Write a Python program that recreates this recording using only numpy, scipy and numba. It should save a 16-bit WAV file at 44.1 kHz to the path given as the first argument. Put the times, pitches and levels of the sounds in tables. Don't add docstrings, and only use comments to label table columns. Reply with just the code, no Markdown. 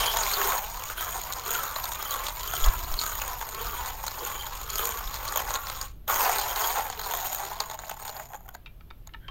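import sys
import numpy as np
from scipy import signal
from scipy.fft import rfft, irfft
from scipy.io import wavfile
from scipy.ndimage import uniform_filter1d
from numba import njit

SR = 44100
rng = np.random.default_rng(int(sys.argv[2]) if len(sys.argv) > 2 else 0)


def digitize_waveform(pressure):
    field = np.atleast_2d(pressure).T
    bounded = np.clip(field, -1, 1)
    quanta = np.round(bounded * 32767).astype(np.int16)
    wavfile.write(sys.argv[1], SR, quanta)


N = 410130
TIME = np.arange(N) / SR


def undb(db):
    return 10 ** (np.asarray(db) / 20)


def unit(x):
    return x / np.sqrt(np.mean(x ** 2))


def curves(rows):
    s, *columns = np.transpose(rows)
    return [np.interp(TIME, s, column) for column in columns]


def walk(rate_hz):
    step = max(int(SR / rate_hz), 1)
    stairs = np.repeat(rng.standard_normal(N // step + 1), step)
    return unit(uniform_filter1d(stairs, step)[:N])


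def noise(colour):
    hz, db = np.transpose(colour)
    bins = np.maximum(np.fft.rfftfreq(N, 1 / SR), 1)
    gain = undb(np.interp(np.log(bins), np.log(hz), db))
    return unit(irfft(rfft(rng.standard_normal(N)) * gain, N))


def swells(times, sizes, rise_s, fall_s):
    grid = TIME[::100]
    since = grid - times[:, None]
    width = np.where(since < 0, np.reshape(rise_s, (-1, 1)), np.reshape(fall_s, (-1, 1)))
    return np.interp(TIME, grid, sizes @ np.exp(-(since / width) ** 2))


@njit
def svf(x, g, k):
    y, band, low = np.empty(len(x)), 0., 0.
    for i in range(len(x)):
        v = (band + g[i] * (x[i] - low)) / (1 + g[i] * (g[i] + k[i]))
        band = 2 * v - band
        low = low + 2 * g[i] * v
        y[i] = k[i] * v
    return y


def resonate(force, hz, width_hz):
    angle = 2 * np.pi * np.minimum(hz, .45 * SR) / SR
    every = np.ones(len(force))
    g = np.tan(angle / 2) * every
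    k = 2 * np.pi * width_hz / SR / np.sin(angle) * every
    push = force * rng.standard_normal(len(force)) + 1e-18
    return svf(svf(push, g, k), g, k) * np.sqrt(2 * SR / (np.pi * width_hz))


FLARES_PER_S, FLARE_DB = 32, 2.4


def ring(force, modes, flare_db=0):
    total = np.sqrt(sum(undb(db) ** 2 for _, _, db in modes))
    out = 0
    for hz, width_hz, db in modes:
        flare = unit(undb(flare_db * walk(FLARES_PER_S))) if flare_db else 1
        out = out + undb(db) * resonate(force * flare, hz, width_hz)
    return out / total


def fade(power, seconds):
    pole = np.exp(-1 / (seconds * SR))
    return signal.lfilter([1 - pole], [1, -pole], power)


def blows(times, db, seconds):
    power = np.zeros(N)
    np.add.at(power, np.clip((times * SR).astype(int), 0, N - 1), undb(db) ** 2 * SR / 1000)
    return np.sqrt(fade(power, seconds))


def crumble(breaks, scatter_db, seconds, bed):
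    power = breaks * undb(scatter_db * rng.standard_normal(N)) ** 2
    local = uniform_filter1d(uniform_filter1d(power, size=2600), size=2600)
    even = fade(power / np.maximum(local, 1e-9), seconds)
    return np.sqrt((even + abs(bed)) / (1 + abs(bed)))


# start_s, shell_db, snap_db, grit_db
GRIND_LEVELS = [
    [(0.0, -24.5, -29, -29), (0.27, -31.5, -30.5, -30.5), (0.57, -31.5, -39.5, -36), (0.66, -41, -43, -42),
     (1.9, -38.5, -42, -41), (3.0, -41.5, -43, -40.5), (3.3, -37, -41, -39.5), (4.5, -42, -45.5, -44),
     (5.1, -42.5, -43.5, -43.5), (5.55, -34.5, -40.5, -40), (5.86, -43.5, -42, -44.5)],
    [(6.09, -27, -37, -28.5), (6.33, -32, -36, -36.5), (6.8, -33, -40, -37), (6.95, -42.5, -48, -50.5),
     (7.33, -37, -40, -34.5), (7.55, -42.5, -46.5, -47), (8.22, -49.5, -53, -51), (8.4, -44, -66, -43)],
]
# peak_s, swell_db, shaft_groan_db, crank_ring_db
ARM_PUSHES = [(0.08, -3, -65, -33), (0.45, 3, -45, -38), (1.01, 3, -47, -44), (1.54, 5.5, -45.5, -48),
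              (2.092, 2.5, -46.5, -41.5), (2.55, 3.5, -51, -43.5), (3.05, 3, -65, -44),
              (3.65, 2.5, -45, -43.5), (4.29, 3.5, -47.5, -44), (4.788, 6.5, -45, -41.5),
              (5.35, 2.5, -43, -58), (6.23, 3, -48, -61), (6.63, 3.5, -46, -45.5), (7.06, 4.5, -49, -51.5),
              (7.61, 1.5, -58, -71), (8.072, 5.5, -80, -73)]
# peak_s, half_length_s, level_db
BITE_SLIPS = [(0.95, 0.021, -9), (1.269, 0.012, 3), (1.422, 0.029, -2), (1.73, 0.017, -4),
              (2.336, 0.025, -4.5), (3.47, 0.14, -3.5), (3.975, 0.033, -5.5), (4.033, .01, -0.5),
              (5.248, 0.0091, 6), (5.44, 0.027, -5.5), (5.618, 0.04, -4), (6.542, 0.022, -3),
              (7.307, 0.017, -7.5), (7.58, 0.013, -1), (7.684, 0.018, -6), (7.777, 0.026, -8),
              (7.812, .015, -3.5), (7.958, 0.013, -5), (7.986, 0.0065, -5), (8.115, 0.0068, -2.5),
              (8.143, 0.0093, -4)]
# peak_s, half_length_s, level_db
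SHELL_SURGES = [(0.52, 0.031, 1.5), (1.158, 0.019, 5), (1.617, 0.12, 1), (2.2, 0.043, 2), (2.687, .04, 6),
                (3.851, 0.063, 3), (4.971, .05, 4), (6.276, 0.052, 4.5), (6.694, 0.055, -1.5),
                (7.426, 0.046, 2.5), (8.173, 0.032, 6.5)]
# time_s, pitch_hz
HOLLOW_NOTE = [(0, 1024), (.2, 930), (.33, 1140), (.48, 1000), (.6, 815), (.8, 1000), (1.0, 1460),
               (1.15, 952), (1.35, 990), (1.55, 1340), (1.7, 1230), (1.85, 953), (2.03, 1265), (2.2, 1110),
               (2.37, 920), (2.5, 1275), (2.68, 1275), (2.82, 893), (3.0, 1260), (3.33, 940), (3.5, 957),
               (3.65, 1246), (3.92, 880), (4.25, 1080), (4.45, 913), (4.75, 1214), (4.98, 1117), (5.2, 955),
               (5.32, 1247), (5.42, 847), (5.55, 1113), (6.1, 1173), (6.3, 875), (6.68, 943), (6.8, 814),
               (7.03, 972), (7.3, 770), (7.5, 850), (7.63, 993), (7.85, 735), (8.0, 920), (8.15, 780),
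               (8.33, 817), (8.5, 795)]
PUSH_RISE_S, PUSH_FALL_S = 0.063, 0.18
GRIT_SWELL = 1.6
STRAIN_LAG_S, STRAIN_S = 0.0064, 0.12
STRAIN_FLUTTER_DB = 3.5
GROAN_IDLE_DB, CRANK_IDLE_DB = -21, -19


def cranking():
    push_s, swell_db, groan_db, crank_db = np.transpose(ARM_PUSHES)
    slip_s, slip_length, slip_db = np.transpose(BITE_SLIPS)
    surge_s, surge_length, surge_db = np.transpose(SHELL_SURGES)
    push = swells(push_s, swell_db, PUSH_RISE_S, PUSH_FALL_S)
    slip = swells(slip_s, slip_db, slip_length, slip_length)
    surge = swells(surge_s, surge_db, surge_length, surge_length)
    before, after = GRIND_LEVELS
    shell, snap, grit = (np.where(TIME < 6.073, a, b) for a, b in zip(curves(before), curves(after)))

    def strain(peak_db, idle_db):
        peaks = swells(push_s + STRAIN_LAG_S, undb(peak_db), STRAIN_S, STRAIN_S)
        return np.hypot(peaks, undb(shell + idle_db)) * undb(slip + STRAIN_FLUTTER_DB * walk(16))

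    groan, crank = strain(groan_db, GROAN_IDLE_DB), strain(crank_db, CRANK_IDLE_DB)
    shell_db, snap_db = shell + push + slip + surge, snap + push + slip
    grit_db = grit + GRIT_SWELL * push + slip
    return shell_db, snap_db, grit_db, groan, crank, curves(HOLLOW_NOTE)[0]


# time_s, share (0-1)
BURR_FEED = [(0, 1), (.55, 0.7), (.7, 0.71), (5.8, 0.69), (6.1, 0.88), (6.75, 0.84), (7.1, 0.7),
             (7.6, 0.51), (8.2, 0.45), (8.6, 0)]
# time_s, share (0-1)
BURR_RUNNING = [(5.83, 1), (5.87, .5), (5.89, .2), (5.93, .06), (5.99, .01), (6.072, .015), (6.094, 1),
                (8.2, 1), (8.235, .55), (8.29, .33), (8.35, .36), (8.42, .12), (8.46, .18), (8.5, .15),
                (8.525, .05), (8.555, .2), (8.575, 0)]
# pitch_hz, width_hz, level_db
SHELL_MODES = [(448, 103, -18.5), (670, 580, -3), (991, 795, 2), (1420, 520, -3), (1806, 850, -6)]
# pitch_hz, width_hz, level_db
SNAP_MODES = [(2440, 1500, 1.5), (3635, 950, -0.3), (4190, 690, -3), (5240, 3500, 3)]
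# pitch_hz, width_hz, level_db
BURR_MODES = [(6490, 1060, -0.5), (6800, 560, 4), (8584, 490, -1.5)]
# pitch_hz, width_hz, level_db
GRIT_MODES = [(12000, 720, -9), (12940, 1130, -2.5), (14050, 2600, -3), (15300, 1200, -5)]
# pitch_hz, width_hz, level_db
CRANK_MODES = [(3130, 260, 2.5), (3327, 99, 0), (9920, 600, -5)]
CRUNCHES_PER_S, CRUNCH_DB = 55, 3.6
GROAN_HZ, GROAN_WANDER = 421, .04
BURR_FLUTTER_DB, BURR_WANDER = 4.2, .018
FRAGMENT_DB = -6


def grinding(drive, rate=1300, size_db=3.5, sparse_db=0.15):
    shell_db, snap_db, grit_db, groan, crank_strain, hollow_hz = drive
    feed = np.clip(curves(BURR_FEED)[0], .03, 1.5)
    crunches = unit(undb(CRUNCH_DB * (1.04 - feed) * np.tanh(walk(CRUNCHES_PER_S))))
    running = curves(BURR_RUNNING)[0] * crunches
    sizes = undb((size_db + sparse_db * (4.5 - feed)) * rng.standard_normal(N))
    breaks = (rng.random(N) < rate * feed / SR) * sizes ** 2
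    coarse = running * crumble(breaks, scatter_db=2.5, seconds=0.0012, bed=.5 * feed)
    sharp = running * crumble(breaks, scatter_db=0.5, seconds=0.0001, bed=1.06 * feed ** 2)
    fine = running * crumble(breaks, scatter_db=1.0, seconds=0.00021, bed=0.69 * feed ** 2)
    thud = coarse * undb(shell_db - 0.24 + 1.4 * walk(45))
    snap = sharp * undb(snap_db + 1.14 * walk(70))
    grit = fine * undb(grit_db)
    hollow = (undb(-2.5) * resonate(thud, hollow_hz * (1 + 0.038 * walk(14)), 172)
              + undb(-9.5) * resonate(thud, hollow_hz * 0.804 * (1 + 0.05 * walk(9)), 106)
              + undb(-10.5) * resonate(thud, hollow_hz * 1.222 * (1 + 0.035 * walk(9)), 115))
    shell = undb(-2.5) * ring(thud, SHELL_MODES) + hollow * undb(7.8 * (0.7525 - feed))
    shaft_force = coarse * groan * unit(undb(STRAIN_FLUTTER_DB * walk(35)))
    shaft = undb(-0.5) * resonate(shaft_force, GROAN_HZ * (1 + GROAN_WANDER * walk(12)), 105)
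    crank_force = sharp * crank_strain * unit(undb(STRAIN_FLUTTER_DB * walk(60)))
    crank = undb(-1.5) * ring(crank_force, CRANK_MODES)
    beans = undb(-4.0) * ring(snap, SNAP_MODES, FLARE_DB) + undb(FRAGMENT_DB) * fragments(snap)
    steel = snap ** (1 / 3) * grit ** (2 / 3) * undb(-1.0)
    clatter_db = -3.5 + BURR_FLUTTER_DB * np.tanh(walk(35))
    sing_db = -16.0 + 24.0 * (1 - feed) + BURR_FLUTTER_DB * np.tanh(walk(45))
    sing_hz = 6920 * (1 + BURR_WANDER * np.tanh(walk(25)))
    burr = (undb(clatter_db) * ring(steel, BURR_MODES, FLARE_DB)
            + undb(sing_db) * resonate(steel, sing_hz, 210)
            + undb(-26.0 + BURR_FLUTTER_DB * walk(30)) * resonate(steel, 8420, 224)
            + undb(-16.0 - 3.8 * (1.5 - feed)) * resonate(steel, 9800, 1700))
    return shell + shaft + crank + beans + burr + undb(0.4) * ring(grit, GRIT_MODES, FLARE_DB)


FRAGMENTS_PER_S, FRAGMENT_S, FRAGMENT_SCATTER_DB = 130, .003, 3.5
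FRAGMENT_HZ, FRAGMENT_SPREAD_OCT, FRAGMENT_SAG_OCT, FRAGMENT_WIDTH_HZ = 3470, 0.78, .01, 800


def fragments(force, count=3):
    out = 0
    for _ in range(count):
        starts = np.r_[0, np.flatnonzero(rng.random(N) < FRAGMENTS_PER_S / count / SR)]
        piece = np.repeat(np.arange(len(starts)), np.diff(np.r_[starts, N]))
        size, tone, length = rng.uniform(-1.01, 1, (len(starts), 3)).T
        life = (TIME - TIME[starts][piece]) / (FRAGMENT_S * 2 ** length)[piece]
        rattle = undb(FRAGMENT_SCATTER_DB * size)[piece] * life * np.exp(-life)
        octaves = FRAGMENT_SPREAD_OCT * tone[piece] - FRAGMENT_SAG_OCT * np.minimum(life, 2)
        out = out + resonate(force * unit(rattle), FRAGMENT_HZ * 2 ** octaves, FRAGMENT_WIDTH_HZ)
    return out / np.sqrt(count)


# start_s, splintering_s, shell_db, snap_db, grit_db, snap_pitch_hz
BEAN_CRACKS = [(0.009, 0.0085, -14, -25, -36, 3100), (0.06, 0.0095, -15, -18.5, -23, 4400),
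               (0.1698, 0.0016, -15, -16.5, -19, 3600), (0.235, .006, -19, -22, -33, 4200),
               (0.336, 0.0085, -17, -17, -28, 4330), (0.415, 0.0087, -8.5, -22, -26, 3000),
               (0.503, 0.0043, -19, -22, -22, 3540), (0.579, 0.0023, -18, -27.5, -32, 4200),
               (0.837, 0.0064, -22, -25, -28, 4330), (0.8998, 0.015, -18, -31.5, -26, 3950),
               (1.009, 0.037, -18, -31, -20, 3830), (1.17, 0.019, -28, -41, -37, 2910),
               (1.215, 0.0042, -37, -29, -25, 3490), (1.3239, 0.018, -35, -22, -22.5, 3660),
               (1.396, 0.0017, -36, -26, -32, 4130), (1.461, 0.0022, -24, -33, -26, 2996),
               (1.477, 0.0031, -24, -40, -26, 3590), (1.507, 0.035, -23, -24.5, -17, 3370),
               (1.7612, 0.0063, -14, -18.5, -42, 4100), (1.84, 0.016, -23, -24, -23, 4150),
               (1.919, 0.04, -30, -26, -28, 3600), (2.026, 0.0067, -21, -35, -20, 4040),
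               (2.1088, 0.025, -38, -29, -20.5, 3960), (2.14, 0.032, -19, -26, -27, 3550),
               (2.267, 0.0042, -22, -17, -33, 3880), (2.284, 0.012, -18.5, -21, -27, 4050),
               (2.3961, 0.0052, -29, -28, -31, 4050), (2.432, 0.0025, -42, -24.5, -27, 4610),
               (2.476, 0.0018, -29, -33, -30, 4850), (2.5363, 0.0067, -14.5, -24, -26, 3300),
               (2.643, 0.0088, -17, -20, -19, 5100), (2.662, 0.0072, -18.5, -28, -20, 5530),
               (2.804, 0.0027, -20, -35, -36, 4200), (2.845, 0.0017, -28, -32, -32, 4010),
               (2.922, 0.0052, -23.5, -27, -38, 5460), (2.94, 0.0053, -21, -23.5, -28, 4040),
               (2.995, 0.0058, -39, -21, -30, 4090), (3.014, 0.016, -24, -19, -28, 4240),
               (3.036, .003, -21, -24, -25, 4400), (3.063, 0.0042, -17, -28, -24, 3920),
               (3.153, 0.0062, -30, -39, -38, 3600), (3.0954, 0.0041, -25, -34, -28, 2930),
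               (3.217, 0.0044, -19, -25.5, -21, 3350), (3.278, 0.0026, -17.5, -30, -23, 3560),
               (3.4129, 0.014, -17, -25, -34, 3550), (3.4893, 0.0045, -22, -25, -32, 4230),
               (3.547, 0.0027, -28, -27, -28, 4500), (3.86, 0.031, -27, -27, -28, 4380),
               (3.9, 0.0046, -18, -34, -38, 3552), (4.038, 0.0017, -17, -32, -27, 5440),
               (4.066, 0.004, -21, -20.5, -25, 5790), (4.08, 0.0035, -20, -23, -25, 4080),
               (4.115, 0.0019, -25, -29, -34, 4160), (4.2499, 0.027, -41, -28, -21.5, 3170),
               (4.455, 0.0024, -35, -44, -36, 4300), (4.6142, 0.0027, -26, -33.5, -32, 4040),
               (4.701, 0.0061, -27, -21.5, -27, 4400), (4.7565, 0.006, -37, -20, -20.5, 5050),
               (4.7938, 0.0051, -17.5, -27, -24, 3240), (4.854, 0.0022, -25, -17.5, -18, 3700),
               (4.8717, 0.0021, -23, -37, -19, 3313), (4.891, 0.0033, -21, -30, -22, 3390),
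               (4.973, .003, -25, -27.5, -32, 4260), (5.0753, 0.0041, -40, -26, -54, 3640),
               (5.1424, 0.032, -18.5, -22.5, -29, 4180), (5.278, 0.0031, -23, -28, -29, 4340),
               (5.287, 0.0083, -24, -22.5, -33, 4560), (5.323, 0.0034, -18, -32, -26, 4905),
               (5.359, 0.0057, -12.5, -24, -17, 3120), (5.373, 0.0038, -12, -28, -12, 3130),
               (5.4, 0.0033, -17, -35, -33, 2900), (5.416, 0.0065, -19, -40, -32, 3000),
               (5.484, 0.0052, -16, -42, -38, 3900), (5.5061, 0.0091, -16.5, -21, -30, 4080),
               (5.54, 0.01, -18, -18.5, -36, 6550), (5.5548, 0.013, -14, -18, -37, 3830),
               (5.6697, 0.0054, -22, -24, -34, 4690), (5.699, 0.0038, -19, -20, -33, 4120),
               (5.8132, 0.0032, -22.5, -23, -27, 4740), (6.0794, 0.019, -25, -22, -34, 3560),
               (6.142, .003, -15.5, -21, -22, 5150), (6.295, .002, -9, -23, -25, 3380),
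               (6.359, 0.004, -11.5, -22, -24, 4220), (6.384, 0.016, -26, -18, -22, 4060),
               (6.413, 0.011, -22, -20.5, -23, 4260), (6.56, 0.0024, -26, -20, -27, 4000),
               (6.645, 0.0019, -20, -29, -27, 4810), (6.9, 0.0033, -19, -29, -30, 4330),
               (6.927, .004, -25, -27, -42, 3100), (6.9938, 0.0042, -19.5, -22, -26, 4130),
               (7.014, 0.0031, -28, -28, -34, 4180), (7.035, 0.014, -22, -30, -34, 4280),
               (7.06, .002, -32, -29, -31, 4230), (7.111, 0.0049, -20, -28, -23, 3080),
               (7.137, 0.0047, -16, -25, -21.5, 3440), (7.15, .002, -21, -29, -26, 3480),
               (7.172, .003, -25, -30, -22.5, 3400), (7.269, 0.0045, -20.5, -30, -22, 3560),
               (7.329, 0.0019, -23, -28, -23, 3570), (7.347, .005, -21, -25, -19, 3570),
               (7.4348, 0.004, -23, -35, -39, 4240), (7.451, 0.0036, -20, -30, -29, 4370),
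               (7.512, 0.0088, -21, -41, -37, 5100), (7.603, 0.0028, -14, -15.5, -27, 4400),
               (7.618, .012, -25, -34, -36, 2200), (7.699, 0.018, -22.5, -29.5, -33, 3886),
               (7.743, .005, -26, -36, -30, 3970), (7.7901, 0.0075, -25, -31, -37, 3860),
               (7.836, .006, -24, -44, -39, 2020), (7.8954, 0.0082, -21, -33, -25, 3430),
               (7.913, 0.004, -19, -23.5, -40, 2736), (7.997, 0.007, -30, -48, -35, 3403),
               (8.025, .002, -32, -42, -32, 4000), (8.05, 0.011, -31, -35, -38, 4200),
               (8.0786, .004, -30, -26.5, -35, 4490), (8.094, 0.0074, -22, -27, -38, 4300),
               (8.166, 0.0063, -27, -31, -42, 4180), (8.198, 0.0051, -21.5, -46.5, -41, 3906),
               (8.3341, 0.023, -22.5, -37.5, -37, 3177), (8.48, 0.013, -34, -55, -42.5, 2918),
               (8.4893, 0.0063, -27, -41, -35, 3430), (8.542, .002, -41, -46, -43, 4000),
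               (8.549, 0.0085, -25.5, -37, -38, 3994), (9.0729, 0.002, -35, -40, -39, 4300)]
SPLINTERS_PER_S = 130
CREAK_S, CREAK_DB = .004, (-14, -11, -25.5)
CHIPS_PER_S, CHIP_DB, CHIP_SCATTER_DB = 13, (4.5, 3.5, 6.5), 3.5
CHIP_HZ, CHIP_SPREAD_OCT = 4050, 0.4
CHIP_PACKED_DB = -10


def cracks(levels_db, hollow_hz, splinter_db=-5.0, splinter_scatter_db=-0.5, burr_db=-4.0):
    s, length, *db, hz = np.transpose(BEAN_CRACKS)
    db = np.array(db)
    feed = curves(BURR_FEED)[0]
    chips = np.flatnonzero(rng.random(N) < CHIPS_PER_S * curves(BURR_RUNNING)[0] ** 2 / SR)
    size, tone = rng.standard_normal((2, N))[:, chips]
    chip_db = np.array([level[chips] + over for level, over in zip(levels_db, CHIP_DB)])
    chip_db = chip_db + CHIP_SCATTER_DB * np.minimum(size, 1) + CHIP_PACKED_DB * (feed[chips] - feed.mean())
    bean = np.repeat(np.arange(len(s)), np.ceil(np.abs(length) * SPLINTERS_PER_S).astype(int))
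    splinters = s[bean] + length[bean] * rng.uniform(.15, 1, len(bean))
    splinters_db = db[:, bean] + splinter_db + splinter_scatter_db * rng.standard_normal((len(bean), 3)).T
    splinter_hz = hz[bean] * (1 + .1 * rng.standard_normal(len(bean)))
    creaks = s - CREAK_S * rng.uniform(.5, 1, len(s))
    times = np.r_[creaks, s, splinters, chips / SR]
    shell_db, snap_db, grit_db = np.hstack([db + np.array(CREAK_DB)[:, None], db, splinters_db, chip_db])
    pitches = np.r_[hz, hz, splinter_hz, CHIP_HZ * 2 ** (CHIP_SPREAD_OCT * tone)]
    order = np.argsort(times)
    latest = np.maximum(np.searchsorted(times[order], TIME + .0002) - 1, 0)
    pitch = pitches[order][latest]
    thud = blows(times, shell_db, seconds=0.00092)
    snap = blows(times, snap_db, seconds=0.00048)
    steel = blows(times, (snap_db + grit_db) / 2 + burr_db, seconds=0.00025)
    grit = blows(times, grit_db, seconds=0.00081)
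    return (undb(-8.0) * ring(thud, SHELL_MODES)
            + undb(-13.0 + 8.3 * (1 - feed)) * resonate(thud, hollow_hz, 240)
            + undb(-11.0) * ring(snap, SNAP_MODES) + undb(-6.0) * resonate(snap, pitch, 850)
            + undb(2.0) * ring(steel, BURR_MODES) + undb(-17.0) * resonate(steel, 6904, 180)
            + undb(-2.0) * ring(grit, GRIT_MODES))


# start_s, length_s, level_db, first_pitch_hz, last_pitch_hz
BEAN_SQUEAKS = [(0.284, 0.077, -36.5, 3760, 4460), (2.1, 0.034, -31.5, 4250, 3900),
                (2.11, 0.037, -32.5, 3220, 3650), (2.523, 0.052, -37, 3400, 3170),
                (2.62, 0.042, -34, 3356, 3273), (2.971, 0.054, -33, 4370, 4070),
                (5.273, 0.014, -38, 4400, 4140), (5.36, 0.039, -35, 3340, 3148),
                (6.369, 0.081, -37, 4260, 4090), (6.92, 0.015, -38, 3750, 3300),
                (7.031, 0.03, -38, 4170, 4300)]
SQUEAK_SLIPS_PER_S, SQUEAK_WIDTH_HZ = 760, 420


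def squeaks(scatter_db=11.0):
    force, pitch = np.zeros(N), np.full(N, CHIP_HZ * 1.)
    for s, length, db, first_hz, last_hz in BEAN_SQUEAKS:
        along = np.clip((TIME - s) / length, 0, 1)
        arch = undb(db) * np.sqrt(4 * along * (1 - along))
        pitch = np.where(arch > force, first_hz + (last_hz - first_hz) * along, pitch)
        force = np.maximum(force, arch)
    slips = (rng.random(N) < SQUEAK_SLIPS_PER_S / SR) * 1.
    return resonate(force * crumble(slips, scatter_db, seconds=0.00023, bed=.2), pitch, SQUEAK_WIDTH_HZ)


# start_s, level_db, centre_hz, spread_oct, ringing_note_hz, note_db
HANDLE_KNOCKS = [(8.66, -27.5, 2940, 0.9, 2630, -42), (8.667, -28.5, 2370, 0.55, 2400, -43),
                 (8.676, -37, 2600, .6, 2670, -47), (8.808, -42, 2500, 2.8, 1500, -57),
                 (8.904, -35, 2820, 1.1, 3650, -43), (8.909, -29, 1700, 0.92, 1260, -42),
                 (9.091, -37, 2135, 0.45, 2110, -52), (9.137, -28.5, 2700, 0.8, 2940, -42),
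                 (9.145, -20.5, 1840, 0.41, 910, -38), (9.15, -44, 1396, .8, 1320, -50),
                 (9.282, -25, 2500, 0.75, 3140, -34), (9.286, -26, 2000, 0.85, 1070, -35),
                 (9.297, -29, 1400, 0.55, 1400, -37)]
# pitch_hz, width_hz, level_db
HANDLE_MODES = [(350, 140, 0), (954, 240, 1), (1336, 226, -2.5), (1820, 320, -5.5), (2300, 270, -4.5),
                (2790, 410, -8.5), (3240, 230, -12), (3710, 260, -7.5), (4360, 1900, -8.5)]
# time_s, level_db
KNOB_RUB = [(9.17, -110), (9.2, -66), (9.228, -56), (9.248, -54), (9.275, -57), (9.3, -59)]
# pitch_hz, width_hz, level_db
KNOB_MODES = [(1590, 210, -6), (1905, 620, -17), (3207, 330, -15)]
RUB_FLUTTER_DB, HANDLE_RING_WIDTH_HZ = 4.5, 50


def handle():
    s, db, centre, spread, note_hz, note_db = np.transpose(HANDLE_KNOCKS)
    knocks = 0
    for hz, width_hz, mode_db in HANDLE_MODES:
        blow_db = db - 6 * np.abs(np.log2(hz / centre) / spread)
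        knocks = knocks + undb(mode_db) * resonate(blows(s, blow_db, seconds=0.00083), hz, width_hz)
    since = np.maximum(TIME - s[:, None], 0)
    decay = np.exp(-np.pi * HANDLE_RING_WIDTH_HZ * since)
    notes = undb(note_db) @ (decay * np.sin(2 * np.pi * note_hz[:, None] * since))
    rub_force = undb(curves(KNOB_RUB)[0] + RUB_FLUTTER_DB * np.tanh(walk(220)))
    return undb(-6.0) * knocks + undb(0.5) * notes + ring(rub_force, KNOB_MODES)


def counter(x, echo_db=-9.5):
    lag_s = .0042 * (1 + .18 * walk(3))
    dull = signal.sosfilt(signal.butter(1, 5000, fs=SR, output="sos"), x)
    return x + undb(echo_db) * np.interp(TIME - lag_s, TIME, dull)


def room(x, t60_s=0.19, treble_t60_s=0.07, wet_db=-13, late_t60_s=0.22, late_db=-15):
    t = np.arange(SR // 2) / SR
    wash = rng.standard_normal(len(t))
    low = signal.sosfilt(signal.butter(2, 3500, fs=SR, output="sos"), wash)
    dark = low * (undb(-60 * t / t60_s) + undb(late_db - 60 * t / late_t60_s))
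    treble = 0.08 * wash * undb(-60 * t / treble_t60_s)
    tail = (dark + treble) * (t > .003)
    tail /= np.sqrt(np.sum(tail ** 2) * 5)
    return x + undb(wet_db) * signal.fftconvolve(x, tail)[:N]


# time_s, level_db
AIR_LEVEL = [(0.0, -40), (0.7, -44.5), (2.35, -45), (2.7, -35), (3.1, -39), (3.52, -44.5), (3.65, -36),
             (4.0, -43.5), (4.65, -42.5), (5.07, -39.5), (5.7, -43), (7.0, -46), (8.3, -51), (9.3, -46)]
# pitch_hz, level_db
AIR_SPECTRUM = [(10, -3.5), (22, -11), (34, 2), (55, -4.5), (80, -10.5), (125, -19), (200, -31.5),
                (400, -28), (900, -77)]
# centre_s, pitch_hz, half_length_s, level_db
AIR_PUFFS = [(2.654, 13, 0.03, -13.5), (2.682, 21, 0.011, -4.5), (2.695, 103, 0.0092, -30),
             (2.936, 18, .02, -20), (5.071, 36, 0.027, -27.5)]


def air():
    puffs = 0
    for s, hz, length, db in AIR_PUFFS:
        swell = np.exp(-((TIME - s) / length) ** 2)
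        puffs = puffs + undb(db) * swell * np.sin(2 * np.pi * hz * (TIME - s))
    return noise(AIR_SPECTRUM) * undb(curves(AIR_LEVEL)[0]) + puffs


# pitch_hz, level_db
ROOM_SPECTRUM = [(30, 3.5), (130, 1.5), (250, -10), (400, -16), (600, -16.5), (1000, -22), (2000, -28),
                 (3300, -27.5), (5000, -35), (6900, -38), (8000, -39.5), (10700, -35.5), (12500, -23.5),
                 (16000, -31.5)]


def background(level_db=-54):
    return undb(level_db) * noise(ROOM_SPECTRUM)


def scene():
    drive = cranking()
    sources = grinding(drive) + cracks(drive[:3], drive[-1]) + squeaks() + handle()
    grinder = undb(-1.9) * counter(sources)
    return (room(grinder) + air() + background())[None]


def record(dry, top_hz=15800):
    return signal.sosfilt(signal.ellip(10, .2, 70, top_hz, fs=SR, output="sos"), dry)


dry = scene()
out = record(dry)
digitize_waveform(out)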